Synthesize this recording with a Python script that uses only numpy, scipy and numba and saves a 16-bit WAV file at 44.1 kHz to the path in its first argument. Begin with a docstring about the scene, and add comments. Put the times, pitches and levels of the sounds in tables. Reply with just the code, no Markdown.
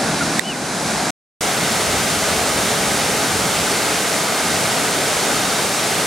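"""Forest waterfall across its pool

Countless splashes from a tall fall add incoherently to a rush that surges a little, coloured by the rocks.
A hand-held stereo camera hears it in two shots, a short silence between, the second louder and brighter.
In the first, a knock rings the camera's shell and makes the gain control duck;
a short peep comes before the knock and a thin chirp after."""
import sys
import numpy as np
from scipy import signal
from scipy.fft import rfft, irfft
from scipy.io import wavfile
from scipy.ndimage import uniform_filter1d
from numba import njit

SR = 44100
rng = np.random.default_rng(int(sys.argv[2]) if len(sys.argv) > 2 else 0)


def store_wav(level_fs):
    """Save 16-bit WAV to argv[1]."""
    pcm = np.round(np.clip(np.atleast_2d(level_fs), -1, 1) * 32767)
    wavfile.write(sys.argv[1], SR, pcm.T.astype(np.int16))


N = 267246
TIME = np.arange(N) / SR
FREQ = np.arange(N // 2 + 1) * SR / N


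def undb(db):
    """Amplitude ratio of a level in decibels."""
    return 10 ** (np.asarray(db) / 20)


def unit(x):
    """Normalisation to rms 1."""
    return x / np.sqrt(np.mean(x ** 2))


def across(points):
    """Interpolation of (f/Hz, value) points over the spectrum, on a log-frequency axis."""
    hz, value = np.transpose(points)
    return np.interp(np.log(FREQ + 1), np.log(hz + 1), value)


def wander(rate_hz):
    """Band-limited fluctuation of rms 1: straight lines join random values drawn at rate_hz."""
    knots = rng.standard_normal(4096)
    return unit(np.interp(TIME * rate_hz, np.arange(len(knots)), knots))


def gate(start, end):
    """Rectangular time window with briefly tapered edges."""
    return uniform_filter1d(1. * ((TIME >= start) & (TIME < end)), size=64)


# the peep and the chirp: t/s, length/s, top f/Hz, fall/share of f, level/dB, attack/s, waver/share of f
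WHISTLED_NOTES = [(.204, .035, 1410, .13, -17.5, .009, .04), (.433, .127, 3010, .43, -20, .064, .006)]

def whistle(start, length, top_hz, fall, db, attack, waver):
    """Frequency modulation: a nearly pure tone swells and fades as it lifts, then drops ever faster."""
    apex, bend_power, ends_db = .33, 2.4, -12
    age = TIME - start
    progress = np.clip(age / length, 0, 1)
    arch = 1 - fall * np.abs((progress - apex) / (1 - apex)) ** bend_power
    pitch = top_hz * arch * (1 + waver * wander(rate_hz=300))
    contour_db = np.interp(age, [0, attack, length], [ends_db, 0, ends_db])
    envelope = undb(db + contour_db) * gate(start, start + length)
    return np.sqrt(2) * envelope * np.sin(2 * np.pi * np.cumsum(pitch) / SR)


# modes of the camera's shell: f/Hz, left level/dB, right level/dB, T60/s
SHELL_MODES = [(1950, -9.5, 12, 0.01), (3700, -16.5, 6.5, 0.0082), (7900, -6, 9.5, 0.005)]

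def knock(start, crack_db, crack_s, rise_s):
    """Impact excitation: a tap near the right microphone cracks and rings the shell's damped modes."""
    age = np.maximum(TIME - start, 0)
    ring = sum(undb([[left], [right]]) * np.sin(2 * np.pi * hz * age) * undb(-60 * age / t60)
               for hz, left, right, t60 in SHELL_MODES)
    bright_noise = unit(np.diff(rng.standard_normal(N + 1)))
    crack = undb(crack_db) * bright_noise * np.exp(-age / crack_s)
    contact_rise = 1 - np.exp(-age / rise_s)
    return (ring + crack) * contact_rise


def splashes(per_s, spread_db, foam_db):
    """Shot noise: dense drop impacts of unequal size merge with the smooth hiss of bursting foam."""
    hits = rng.random(N) < per_s / SR
    drops = hits * rng.standard_normal(N) * undb(spread_db * rng.standard_normal(N))
    return unit(drops) + undb(foam_db) * rng.standard_normal(N)


# slow swell of the bass in the second shot, taken about its mean: t/s, level/dB
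BASS_SWELL = [(1.45, -36.5), (2.0, -36), (2.45, -34.5), (3.15, -35.5), (4.3, -42.5), (5.0, -39), (5.7, -40)]

def falling_water(surge_db, flicker_db, thud_db):
    """Amplitude modulation: spectra of two splash sheets whose octaves surge together and flicker alone."""
    sheets = rfft([splashes(per_s=16000, spread_db=1.0, foam_db=4) for _ in range(2)])
    surge = surge_db * wander(rate_hz=7.7)
    times, bass_db = np.transpose(BASS_SWELL)
    swell = np.interp(TIME, times, bass_db - bass_db.mean(), left=0)
    octaves = np.log2(np.clip(FREQ, 62.5, 16000) / 62.5)
    water = 0
    for octave in range(9):
        band = irfft(sheets * np.maximum(1 - np.abs(octaves - octave), 0), N)
        # the bass comes from a few big slugs of water, so it is less even than the spray
        bulk = 1 / (1 + octave ** 2)
        flicker = (flicker_db + bulk * thud_db) * wander(rate_hz=16)
        water = water + band * undb(surge + bulk * swell + flicker)
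    return rfft(water)


# likeness of the two microphone signals: f/Hz, coherence (0 to 1)
PAIR_COHERENCE = [(100, 1), (180, .998), (300, .98), (640, .91), (1410, .82), (3100, .91), (6820, .75),
                  (10000, .72), (15000, .5)]
# left microphone relative to right: f/Hz, level/dB
PAIR_BALANCE = [(200, 0), (380, .6), (550, 2.1), (1200, 1), (2100, -.8), (6000, -.3), (9800, -3.2),
                (11500, 0), (13300, 5.5), (15500, 4.5)]
# lead of left over right: f/Hz, phase/rad
PAIR_PHASE = [(200, 0), (520, .15), (1030, -.3), (2400, -.05), (5250, .2), (9560, .45), (11800, 1.3),
              (15300, .3)]

def microphone_pair(water):
    """Partial coherence: the sum and difference of two independent spectra give left and right."""
    coherence = across(PAIR_COHERENCE)
    sides = np.array([[1], [-1]])
    pair = np.sqrt(1 + coherence) * water[0] + sides * np.sqrt(1 - coherence) * water[1]
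    balance = undb(sides * across(PAIR_BALANCE) / 2)
    return pair * balance * np.exp(.5j * sides * across(PAIR_PHASE))


# spectral density of the rush in each shot: f/Hz, relative level/dB
FIRST_SPECTRUM = [(25, -36), (45, -21), (70, -9), (100, -13.5), (150, -0.5), (220, 1), (500, -11),
                  (1100, -9.5), (2400, -14), (3100, -17), (4500, -14.5), (7000, -15.5), (10000, -19.5),
                  (15700, -43)]
SECOND_SPECTRUM = [(25, -48), (45, -16.5), (70, -9.5), (180, 0.0), (320, -3), (1000, -6.5), (3000, -9.5),
                   (7000, -10.5), (9500, -12.5), (12000, -19.0), (15700, -30)]
# bands that reflections from rock and ground reinforce: f/Hz, width/Hz, gain/dB
FIRST_ROCK_BANDS = [(690, 490, 7), (1550, 420, 4.5), (2240, 600, 1.5), (3870, 430, 1.5)]
SECOND_ROCK_BANDS = [(430, 75, 4), (714, 415, 5), (1250, 195, 4.2), (1510, 360, 3.7), (2105, 460, 3.2),
                     (3700, 190, 1.9)]

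def waterfall(water, spectrum, rock_bands, echo_s, echo_db):
    """Interference: reflections from the surroundings colour the rush, returned in stereo at rms 1."""
    rocks_db = sum(db * np.exp(-(2 * (FREQ - hz) / width) ** 2) for hz, width, db in rock_bands)
    colour = undb(across(spectrum) + rocks_db)
    # a surface close by adds a faint early reflection that ripples the treble
    reflection = undb(echo_db) * across([(1500, 0), (3500, 0.6)])
    comb = 1 + reflection * np.exp(-2j * np.pi * FREQ * echo_s)
    return unit(irfft(microphone_pair(water) * colour * comb, N))


def scene():
    """Superposition: the fall sounds in both shots, the whistled notes and the knock in the first."""
    water = falling_water(surge_db=0.19, flicker_db=0.17, thud_db=3.5)
    first = undb(-19.5) * waterfall(water, FIRST_SPECTRUM, FIRST_ROCK_BANDS, echo_s=.0012, echo_db=-23)
    second = undb(-18) * waterfall(water, SECOND_SPECTRUM, SECOND_ROCK_BANDS, echo_s=.00159, echo_db=-24)
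    tap = knock(start=.3943, crack_db=-8, crack_s=.0013, rise_s=.0003)
    notes = sum(whistle(*note) for note in WHISTLED_NOTES)
    return (first + tap + notes) * gate(0, 1.1055) + second * gate(1.408, 7)


@njit
def follow_peaks(x, attack, release):
    """Envelope detection: one-pole smoothing with separate rates of rise and fall."""
    envelope, held = np.empty(len(x)), 0.
    for i in range(len(x)):
        held += (x[i] - held) * (attack if x[i] > held else release)
        envelope[i] = held
    return envelope


def gain_control(x, ceiling_db, attack_s, release_s):
    """Limiting: both channels duck when the peak envelope passes the ceiling, then recover slowly."""
    peaks = follow_peaks(np.abs(x).max(axis=0), 1 / (attack_s * SR), 1 / (release_s * SR))
    return x / np.maximum(peaks / undb(ceiling_db), 1)


def record(dry):
    """Finite range and bandwidth: the camera rides its gain, clips at full scale and cuts the top."""
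    limited = gain_control(dry, ceiling_db=-5.0, attack_s=0.0008, release_s=0.47)
    lowpass = signal.ellip(10, .05, 60, 15800, fs=SR, output="sos")
    return signal.sosfiltfilt(lowpass, np.clip(limited, -1, 1))


dry = scene()
out = record(dry)
store_wav(out)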